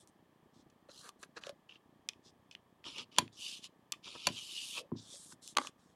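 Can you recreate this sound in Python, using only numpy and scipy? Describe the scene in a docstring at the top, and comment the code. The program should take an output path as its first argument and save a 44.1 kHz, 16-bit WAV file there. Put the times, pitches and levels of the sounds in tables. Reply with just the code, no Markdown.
"""A plastic scraper card is slid off a table, set on a small steel stamping plate and dragged across it
twice, its edge hissing in countless tiny slips. Each time it snaps off the rim, the plate slaps down,
and the card hisses on over a paper towel; then it is wiped on the towel and dropped, bouncing.
Between strokes the card clicks, knocks and squeaks under a fingernail, and the hand bumps the table.
A close microphone in a small quiet room, with a faint electrical ticking in its noise floor."""
import sys
import numpy as np
from scipy import signal
from scipy.fft import rfft
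from scipy.io import wavfile
from scipy.ndimage import uniform_filter1d

SR = 44100
rng = np.random.default_rng(int(sys.argv[2]) if len(sys.argv) > 2 else 0)


def transcribe(signal):
    """Save signal, clipped to [-1, 1], as a 16-bit WAV file at the path in sys.argv[1]."""
    frames = np.atleast_2d(signal).T
    limited = np.clip(frames, -1, 1)
    pcm = np.round(limited * 32767).astype(np.int16)
    wavfile.write(sys.argv[1], SR, pcm)


N = 262395
EQ_HZ = np.fft.rfftfreq(4096, 1 / SR)
RING_T = np.arange(8192) / SR  # time since a hit, s


def amp(db):
    """Decibels to gain."""
    return 10 ** (np.asarray(db) / 20)


def curve(points, hz):
    """Breakpoints joined by straight lines over log frequency."""
    f, value = np.transpose(points)
    return np.interp(np.log(hz + 1), np.log(f + 1), value)


def add(mix, s, sound):
    """Lays a sound into the mix at time s."""
    part = mix[max(round(s * SR), 0):][:len(sound)]
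    part += sound[:len(part)]


def filtered(x, order, hz, kind="low"):
    """Butterworth filter, low-pass by default."""
    return signal.sosfilt(signal.butter(order, hz, kind, fs=SR, output="sos"), x)


def eq(x, db):
    """Minimum-phase EQ with the gain db at each of EQ_HZ."""
    log_gain = np.log(amp(np.maximum(np.r_[db, db[-2:0:-1]], -100)))
    impulse = np.fft.ifft(np.exp(np.conj(signal.hilbert(log_gain)))).real
    return signal.fftconvolve(x, impulse[:len(EQ_HZ)])[:len(x)]


def unit_rms(x, band=(0, SR)):
    """Scales x to rms 1 within a band."""
    hz = np.fft.rfftfreq(len(x), 1 / SR)
    inside = rfft(x)[(hz >= band[0]) & (hz <= band[1])]
    return x * len(x) / np.sqrt(2 * np.sum(abs(inside) ** 2) + 1e-20)


def ring(modes):
    """Free ring-out of a struck body; neighbouring modes swing in opposite directions."""
    return sum((-1) ** k * amp(db - 60 * RING_T / t60) * np.sin(2 * np.pi * hz * RING_T)
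               for k, (hz, db, t60) in enumerate(modes))


def strike(modes, tilt_db, chatter_s, rough):
    """A hit and a short chatter of smaller ones ring the modes; harder contact tilts them brighter."""
    force = rng.standard_normal(len(RING_T)) * np.exp(-RING_T / max(chatter_s, 1e-4))
    force *= rough / np.linalg.norm(force)
    force[0] += 1
    tones = signal.fftconvolve(force / np.linalg.norm(force), ring(modes))[:len(RING_T)]
    return eq(tones, tilt_db * np.log2(np.clip(EQ_HZ, 700, 12000) / 4000))


# the edge digs in mid-stroke: t/s, half width/s, rasp boost/dB, body boost/dB
CATCHES = [ (0.895, 0.0129, 3.5, 21), (0.99, .03, 3.5, -1.5), (1.065, .04, -2.5, 14.5),
           (1.235, 0.0083, 17.5, 25), (1.374, 0.01, 18.5, 21.5), (2.869, 0.0376, 8.5, 15),
           (2.994, .026, 9.5, 14.5), (3.18, 0.00648, 7.5, 19), (4.076, 0.014, 4, 13),
           (4.157, .014, 1, 19.5), (4.255, 0.021, 5.5, 4.5), (4.38, 0.0326, 4, 13), (4.59, 0.055, 4, -8),
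           (4.779, 0.026, 3, 27.5), (4.985, .018, 5.5, -6.5), (5.14, .035, 9, -1), (5.324, 0.0091, 7.5, 27),
           ]


def gesture(row, gather_s=0.1195, catch_dulling=0.68):
    """A stroke's envelopes: the treble follows its speed; it rasps and hums where the edge digs in."""
    start, length, attack, release, hiss_db, swell_db, bright_db, dull_db, body_db = row
    t = np.arange(0, length, 1 / SR)
    fade_in, fade_out = np.sin(np.pi / 2 * np.clip([t / attack, (length - t) / release], 0, 1)) ** 2
    push_db = swell_db * (t / length - .5)
    rasp_db, hum_db = sum(np.outer([rasp, hum], np.exp(-((start + t - s) / width) ** 2))
                          for s, width, rasp, hum in CATCHES)
    treble_db = bright_db - dull_db * np.exp(-t / gather_s) - catch_dulling * rasp_db
    return t, fade_in * fade_out, hiss_db + push_db + rasp_db, treble_db, body_db + push_db + hum_db


def wandering_contact(shape, depth_db=2.5):
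    """The contact point roams along the edge, favouring one resonance after another: peaks and dips."""
    field = uniform_filter1d(rng.standard_normal(shape), size=2, axis=0)
    field = uniform_filter1d(field, size=22, axis=1)
    return depth_db * field / field.std()


def stroke(row, hiss, body, grain_db, judder_db, judder_hz, hiss_trim_db, body_trim_db):
    """Countless tiny slips of the card's edge hiss, brighter with speed, and stir its low body tones."""
    t, contact, hiss_db, treble_db, body_db = gesture(row)
    grains = amp(grain_db * np.minimum(rng.exponential(1, len(t)), 5)) * (rng.random(len(t)) < .2)
    judder = unit_rms(filtered(rng.standard_normal(len(t)), 2, judder_hz))
    slips = unit_rms(rng.standard_normal(len(t)) * grains * amp(judder_db * judder))
    hz, frames, spectrum = signal.stft(slips, SR, nperseg=256, noverlap=192)
    colour = amp(curve(hiss, hz)) * np.clip(hz / 1700, 0, 1) ** 2
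    colour /= np.sqrt(np.mean(colour ** 2 * (hz > 2200) * (hz < 6500)))
    # a slow stroke rolls the treble off, a fast one lifts it
    lift_db = np.interp(frames, t, treble_db) - 10 * np.log10(np.mean(colour ** 2 * (hz > 7500)))
    shelf = np.interp(hz, [5400, 8600, 12000], [0, 1, 1.4])[:, None]
    tilt_db = np.minimum(shelf, 1) * np.maximum(lift_db, 0) + shelf * np.minimum(lift_db, 0)
    # the reflection off the table combs the hiss, and the comb sweeps as the card moves
    delay_s = .0011 * (1 + 0.13 * np.sin(2 * np.pi * (1.3 * frames + rng.random())))
    comb_db = 1.5 * np.cos(2 * np.pi * hz[:, None] * delay_s)
    spectrum = spectrum * colour[:, None] * amp(tilt_db + comb_db + wandering_contact(spectrum.shape))
    rasp = signal.istft(spectrum, SR, nperseg=256, noverlap=192)[1][:len(t)]
    resonances = sum(amp(db) / (1 + 2 * ((EQ_HZ - f) / width) ** 2) for f, width, db in body)
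    hum = unit_rms(eq(slips, 20 * np.log10(resonances)), band=(900, 1900))
    return contact * (amp(hiss_db + hiss_trim_db) * rasp + amp(body_db + body_trim_db) * hum)


# stroke cues, levels before trim: t/s, length/s, attack/s, release/s, hiss level/dB, swell/dB,
# brightness/dB, opening dullness/dB, body level/dB
PICK_UP_STROKES = [ (0.88, 0.23, 0.031, 0.023, -62, 6, -0.5, 13, -76.5),
                   (1.179, 0.086, .03, 0.022, -74, 8, -1, -3, -77.5),
                   (1.347, 0.0585, 0.027, .02, -67, 0, -8, 1.5, -66),
                   (1.408, .11, .008, 0.029, -60, 9, -10, 5.5, -62), ]
STEEL_STROKES = [ (1.685, .1, 0.0076, 0.0325, -68, 2, -21, -0.5, -79),
                 (2.833, .22, 0.0328, 0.0332, -55, 2, -15.5, 0, -71.5),
                 (3.11, .08, 0.012, 0.0042, -60, 10, -20.5, 1, -75),
                 (4.02, 0.27, 0.039, 0.00964, -52.5, -0.5, -14.5, 4.5, -73), ]
TOWEL_STROKES = [ (3.35, .29, 0.099, 0.14, -47.5, 0, -13.5, -6.5, -75.5),
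                 (3.6, 0.084, 0.055, 0.039, -51, 9, -11, 4, -72.5),
                 (4.271, .56, 0.028, 0.056, -50.5, 7.5, -8, 7.5, -76.5), ]
WIPE_STROKES = [ (0.0, 0.064, 0.00156, 0.059, -71, -2.5, 0, 0, -90),
                (0.075, .035, .008, .025, -76.5, 0, 3, -1, -92),
                (0.53, .11, .012, 0.0297, -74, 3, -12, 0, -88),
                (2.22, 0.1, 0.049, 0.037, -62.5, 1, -16, -2, -89),
                (3.315, 0.11, 0.0219, 0.0127, -63, 2, -13.5, -2, -79),
                (4.95, .405, 0.033, 0.038, -62, -3.5, 6, 31.5, -78),
                (5.41, .145, .025, 0.074, -58, 5, -3.5, -2.5, -79.5),
                (5.59, 0.12, 0.0043, 0.051, -56, 1.5, -3, 2, -56.5),
                (5.77, 0.19, 0.033, .03, -79, -5.5, -4.5, 1.5, -82), ]
# friction colour of each kind of stroke: f/Hz, relative level/dB
PICK_UP_HISS = [(1120, -38), (1900, -22), (2090, -38), (2760, -5), (3420, -4), (4170, 1.5), (5000, -5.5),
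                (6160, -3.5), (7910, -8.5), (10800, -12), (15000, -37.5)]
STEEL_HISS = [(1700, -43), (2300, -9), (2950, 0), (3600, -3), (4000, -11), (4500, -8), (5400, -10),
              (6500, -17), (7000, -16.5), (8300, -25), (9800, -25), (11300, -29.5), (12800, -55.5),
              (15500, -56)]
TOWEL_HISS = [(2000, -27.5), (2450, -11), (2950, 2.5), (3350, -5.5), (3700, -3), (4000, -10), (4500, -6.5),
              (5800, -10), (6500, -8), (7400, -10.5), (10500, -12.5), (12000, -18.5), (14000, -31.5),
              (15500, -47.5)]
WIPE_HISS = [(1120, -65.5), (1900, -19), (2090, -23), (2630, -13.5), (2870, -15.5), (3540, 0.5),
             (3900, -3.5), (4860, -5.5), (5500, -3), (6060, -3), (8530, 1), (10800, -5), (15500, -41)]
# body tones of the rubbed card: f/Hz, width/Hz, relative level/dB
HANDLING_BODY = [(494, 250, -6.5), (1190, 190, 0), (1624, 320, -3.5), (2600, 270, -9)]
STEEL_BODY = [(316, 200, 3.5), (518, 120, -5.5), (946, 110, 3), (1230, 170, 4.5), (1770, 300, -8)]
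TOWEL_BODY = [(272, 100, -13), (525, 35, -1.5), (1144, 290, 0.5), (2730, 240, 5)]


def scrapes():
    """The card slides over the table, the etched steel and the paper towel."""
    out = np.zeros(N)

    def play(cues, hiss, body, **texture):
        for row in cues:
            add(out, row[0], stroke(row, hiss, body, **texture))

    play(PICK_UP_STROKES, PICK_UP_HISS, HANDLING_BODY,
         grain_db=0.69, judder_db=1.3, judder_hz=148, hiss_trim_db=-0.5, body_trim_db=2.0)
    play(STEEL_STROKES, STEEL_HISS, STEEL_BODY,
         grain_db=0.6, judder_db=1.0, judder_hz=140, hiss_trim_db=-0.5, body_trim_db=0.5)
    play(TOWEL_STROKES, TOWEL_HISS, TOWEL_BODY,
         grain_db=0.2, judder_db=-0.1, judder_hz=158, hiss_trim_db=0.5, body_trim_db=-1.0)
    play(WIPE_STROKES, WIPE_HISS, HANDLING_BODY,
         grain_db=0.4, judder_db=0.5, judder_hz=160, hiss_trim_db=-1.1, body_trim_db=-1.5)
    return out


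# reverb decay: f/Hz, t60/s
ROOM_T60 = [(100, 0.21), (300, 0.09), (700, 0.11), (2500, 0.13), (8000, 0.19), (15000, 0.1)]
# reverb send: f/Hz, relative level/dB
ROOM_SEND = [(100, -15), (300, -2), (700, -17), (2500, -18), (8000, -28), (15000, -22)]


def room(x, spacing=20):
    """Sparse reflections off the table and walls, each band dying at its own speed."""
    echoes = np.zeros(SR // 2)
    slots = np.arange(330, len(echoes) - spacing, spacing)  # samples, after a short pre-delay
    echoes[slots + rng.integers(0, spacing, len(slots))] = rng.choice([-1., 1.], len(slots))
    hz, t, tail = signal.stft(echoes, SR, nperseg=256)
    tail = tail * amp(-60 * t / curve(ROOM_T60, hz)[:, None])
    tail *= amp(curve(ROOM_SEND, hz))[:, None] / np.linalg.norm(tail, axis=1, keepdims=True) / 148
    return signal.fftconvolve(x, signal.istft(tail, SR, nperseg=256)[1])[:N]


# colour of the noise floor: f/Hz, relative level/dB
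ROOM_TONE = [(40, -32), (100, -17), (200, -9.5), (400, -14.5), (600, -13), (1180, -13.5), (1450, -26.5),
             (1760, -17), (2000, -24.5), (2800, -28.5), (3200, -23.5), (3800, -31.5), (6000, -36),
             (16000, -39.5)]


def room_tone(level_db=-72):
    """A steady bed of room and microphone noise."""
    return amp(level_db) * unit_rms(eq(rng.standard_normal(N), curve(ROOM_TONE, EQ_HZ)))


def ticking(rate_hz=30, width_s=.0013, tick_db=-60, flutter_db=-71):
    """Dull electrical ticks, regular in time and uneven in size; a low flutter follows each."""
    cycles = np.arange(N) / SR * rate_hz + .67
    from_tick_s = (cycles % 1 - .5) / rate_hz
    tick_spread, flutter_spread = rng.standard_normal((int(cycles[-1]) + 2, 2)).T
    u = (from_tick_s / width_s) ** 2
    ticks = amp(tick_db + 3.5 * tick_spread[cycles.astype(int)]) * (2 * u - 1) * np.exp(-u)
    rumble = unit_rms(filtered(rng.standard_normal(N), 2, [85, 340], "band"))
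    flutter_cycles = cycles + .62
    swell = np.sin(np.pi * np.sqrt(flutter_cycles % 1)) ** 2
    return ticks + rumble * swell * amp(flutter_db + 4 * flutter_spread[flutter_cycles.astype(int)])


# colour of a hard contact: f/Hz, level/dB
CRACK_EQ = [(200, -15), (600, -4.5), (1700, -3), (3200, 2), (4400, 3), (5100, -5.5), (6500, -3.5),
            (8000, -7.5), (10500, -8.5), (13000, -20), (16000, -40)]


def crack(decay_s):
    """The dry clack of a hard contact: a spike, then dense, quickly damped vibration."""
    burst = rng.standard_normal(len(RING_T)) * np.exp(-RING_T / decay_s)
    burst[0] = 6
    return eq(burst, curve(CRACK_EQ, EQ_HZ))


# the edge taps the plate or a fingernail, and last the dropped card ticks on the table: # t/s, relative click
# level/dB, tilt/dB per octave, chatter/s, flex level/dB
TAPS = [ (0.0742, -60, 20.5, .0005, -84), (0.7, -61, 9, 0.0034, -84), (1.0912, -41.5, 11, .0003, -43.5),
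        (1.229, -44, 12, 0.00226, -55), (1.4367, -40, -7.5, .001, -63), (2.0886, -24.5, 5.5, 0.0012, -55.5),
        (2.0949, -41.5, -5, .001, -60), (2.1336, -52, -3.5, .0006, -75), (2.512, -43.5, 0, .0034, -73),
        (2.524, -49.5, 4, 0.013, -77), (2.5506, -41.5, -8.5, 0.00086, -65.5),
        (2.8415, -45.5, -10, 0.00065, -64), (2.9831, -33, 3, .0008, -60), (3.1637, -42, 0, .0008, -70),
        (3.2781, -51, -11, 0.0013, -75), (3.643, -39, 7.5, 0.00048, -80),
        (3.9216, -27.5, 15.5, .0008, -54.5), (3.9241, -26.5, 6, 0.00133, -45.5),
        (3.936, -45.5, -9, 0.0075, -46.5), (4.2876, -32, -1, 0.00053, -58),
        (5.4768, -41.5, 17, 0.00034, -74.5), (5.551, -52, 2, .001, -66.5),
        (5.6712, -32.5, 6.5, 0.00104, -47)]
# stiff modes of the card: f/Hz, level/dB, t60/s
CARD_MODES = [(1000, -25.5, 0.0073), (1887, -5.5, 0.0061), (2517, 0.5, 0.016), (2990, 3.5, 0.01),
              (3490, 1.5, 0.0098), (4264, -0.5, 0.0071), (5370, 2.5, 0.0034), (6120, -7.5, 0.013),
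              (7056, -5.5, 0.0054), (9660, -14, 0.0028), (10464, -18, 0.0035)]


def taps(flex_hz=1165, flex_t60=0.031):
    """Each tap clicks the card's stiff modes with a dry crack and flexes it in the fingers."""
    out = np.zeros(N)
    for s, db, tilt_db, chatter_s, flex_db in TAPS:
        tones = strike(CARD_MODES, tilt_db, chatter_s, rough=chatter_s / .002)
        click = amp(-5) * tones + amp(-11) * crack(decay_s=0.0018)
        add(out, s, amp(db) * click + ring([(flex_hz, flex_db, flex_t60)]))
    return out


# the hand bumps the table: t/s, level/dB
BUMPS = [(0.557, -53.5), (2.258, -57.5), (2.996, -52.5), (3.22, -37), (4.297, -38.5), (4.9178, -28),
         (5.326, -53.5)]
# modes of the table top: f/Hz, level/dB, t60/s
TABLE_MODES = [(107.7, -13, 0.2), (154.5, -5.5, 0.077), (218.5, 0.5, 0.053), (268, -3, 0.049),
               (341.9, -6.5, 0.087), (419, -6, 0.037), (1015, -6.5, 0.019)]


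def bumps(soft_hz=700, rebound_s=.036, rebound_db=-10):
    """The soft hand thumps the table's low modes; two rebounds follow, each weaker and duller."""
    out = np.zeros(N)
    for k in range(3):
        thud = filtered(ring(TABLE_MODES), 1, soft_hz / (1 + k))
        for s, db in BUMPS:
            add(out, s + k * rebound_s, amp(db + k * rebound_db) * thud)
    return out


# the flat of the card meets the table, or once the towel as it leaves the rim: t/s, knock level/dB, click
# level/dB
KNOCKS = [(0.888, -51, -62), (1.4687, -40, -39), (1.4938, -35.5, -36.5), (4.153, -48, -59),
          (4.272, -32, -46.5), (5.14, -52, -51.5), (5.158, -58, -52)]
# modes of the card pressed on the table: f/Hz, level/dB, t60/s
PRESSED_CARD_MODES = [(391, -7.5, 0.0295), (554.2, 2.5, 0.0362), (701, -4.5, 0.013)]


def knocks():
    """Pressed against the table, or once the towel, the card gives a hollow knock under its click."""
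    out = np.zeros(N)
    for s, db, click_db in KNOCKS:
        hollow = strike(PRESSED_CARD_MODES, tilt_db=0, chatter_s=0.0042, rough=0.58)
        add(out, s, amp(db) * hollow + amp(click_db) * crack(decay_s=0.00082))
    return out


# a fingernail slips on the card: t/s, level/dB
NAIL_SLIPS = [(1.693, -44), (1.7099, -47), (1.722, -47), (1.7562, -47)]
# modes of the squeak: f/Hz, level/dB, t60/s
SQUEAK_MODES = [(1100, -27, .01), (2757, 1.5, .012), (3170, -1.5, .012), (3830, -13, 0.0067),
                (6190, -16, 0.0047)]


def squeak():
    """A fingernail sticks and slips; each slip is a short grainy chirp of the card's stiff modes."""
    out = np.zeros(N)
    for s, db in NAIL_SLIPS:
        add(out, s, amp(db) * strike(SQUEAK_MODES, tilt_db=-1.5, chatter_s=0.0046, rough=2.8))
    return out


# the card snaps off the rim: t/s, ring level/dB, tilt/dB per octave, thud level/dB, crack level/dB
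SNAPS = [(3.1840, -28, -1, -64.5, -28.5), (3.185, -19.5, 0, -34, -13), (4.2696, -32.5, 1.5, -45, -20.5),
         (4.2704, -24.5, -1, -42.5, -18.5)]
# modes of the steel plate on its towel: f/Hz, level/dB, t60/s
PLATE_MODES = [(696.3, -5, .022), (852, -2.5, 0.021), (1007, -2.5, 0.04), (1153, -12.5, 0.023),
               (1618, -10, 0.031), (2125, -11.5, 0.014), (2430, -5, 0.036), (2751, -11, 0.04),
               (3340, -3.5, 0.0099), (3980, -4.5, 0.01), (4480, -2.5, 0.036), (5581, -1.5, 0.014),
               (7060, -4.5, 0.019), (8930, -12, .016), (9900, -9, 0.014), (11780, -16, 0.02)]


def snaps(rattle_db=-21, rattle_hz=1800):
    """The plate slaps down: it cracks, rings briefly, rattles dully on its towel and thuds the table."""
    out = np.zeros(N)
    for s, db, tilt_db, thud_db, crack_db in SNAPS:
        tones = strike(PLATE_MODES, tilt_db, chatter_s=.0008, rough=.15)
        clack = crack(decay_s=0.0034) + amp(rattle_db) * filtered(crack(decay_s=0.025), 1, rattle_hz)
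        add(out, s, amp(db) * tones + amp(crack_db) * clack + amp(thud_db) * ring(TABLE_MODES))
    return out


def groan(start_s=4.765, length_s=0.102, pitch_hz=519, waver_hz=60, level_db=-55):
    """The card's corner sticks and slips with a low rub as it leaves the towel."""
    out = np.zeros(N)
    t = np.arange(0, length_s, 1 / SR)
    waver = filtered(rng.standard_normal(len(t)) + 1j * rng.standard_normal(len(t)), 2, waver_hz)
    tone = (waver * np.exp(2j * np.pi * pitch_hz * t)).real
    add(out, start_s, amp(level_db) * np.sin(np.pi * t / length_s) * unit_rms(tone))
    return out


# the dropped card bounces on the table: t/s, ring level/dB, tilt/dB per octave, crack level/dB
BOUNCES = [(5.5674, -25.5, 1, -39), (5.5709, -16, 4, -14), (5.5708, -31, 0, -33.5),
           (5.5841, -17.5, -0.5, -26.5), (5.6156, -38.5, -3, -43), (5.648, -43.5, -1.5, -54)]
# modes of the card lying free: f/Hz, level/dB, t60/s
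LOOSE_CARD_MODES = [(260.5, -20, 0.069), (590, -13, 0.024), (826, -10, 0.028), (1153, -0.5, 0.022),
                    (1545, -11.5, 0.021), (2038, -7.5, 0.012), (2960, -18.5, 0.023), (3290, -10.5, 0.018),
                    (4240, -29.5, 0.0094), (6390, -11.5, 0.0104)]


def drop():
    """The card lands on one edge, then flat, and settles."""
    out = np.zeros(N)
    for s, db, tilt_db, crack_db in BOUNCES:
        tones = strike(LOOSE_CARD_MODES, tilt_db, chatter_s=.0006, rough=.25)
        add(out, s, amp(db) * tones + amp(crack_db) * crack(decay_s=0.0015))
    return out


def scene(card_band_hz=(150, 12500)):
    """The table-top mix in its room; the small card's hits radiate little bass or top end."""
    card_hits = filtered(taps() + knocks() + squeak() + drop(), 3, card_band_hz, "band")
    direct = scrapes() + groan() + snaps() + card_hits + bumps()
    return (direct + room(direct) + room_tone())[None]


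def record(dry):
    """The microphone's bass roll-off, the ticking of its electronics, then a steep high cut."""
    thin = filtered(dry, 5, 62, "high") + ticking()
    high_cut = signal.firwin(511, 16100, window=("kaiser", 9), fs=SR)
    return signal.oaconvolve(thin, high_cut[None], "same")


dry = scene()
out = record(dry)
transcribe(out)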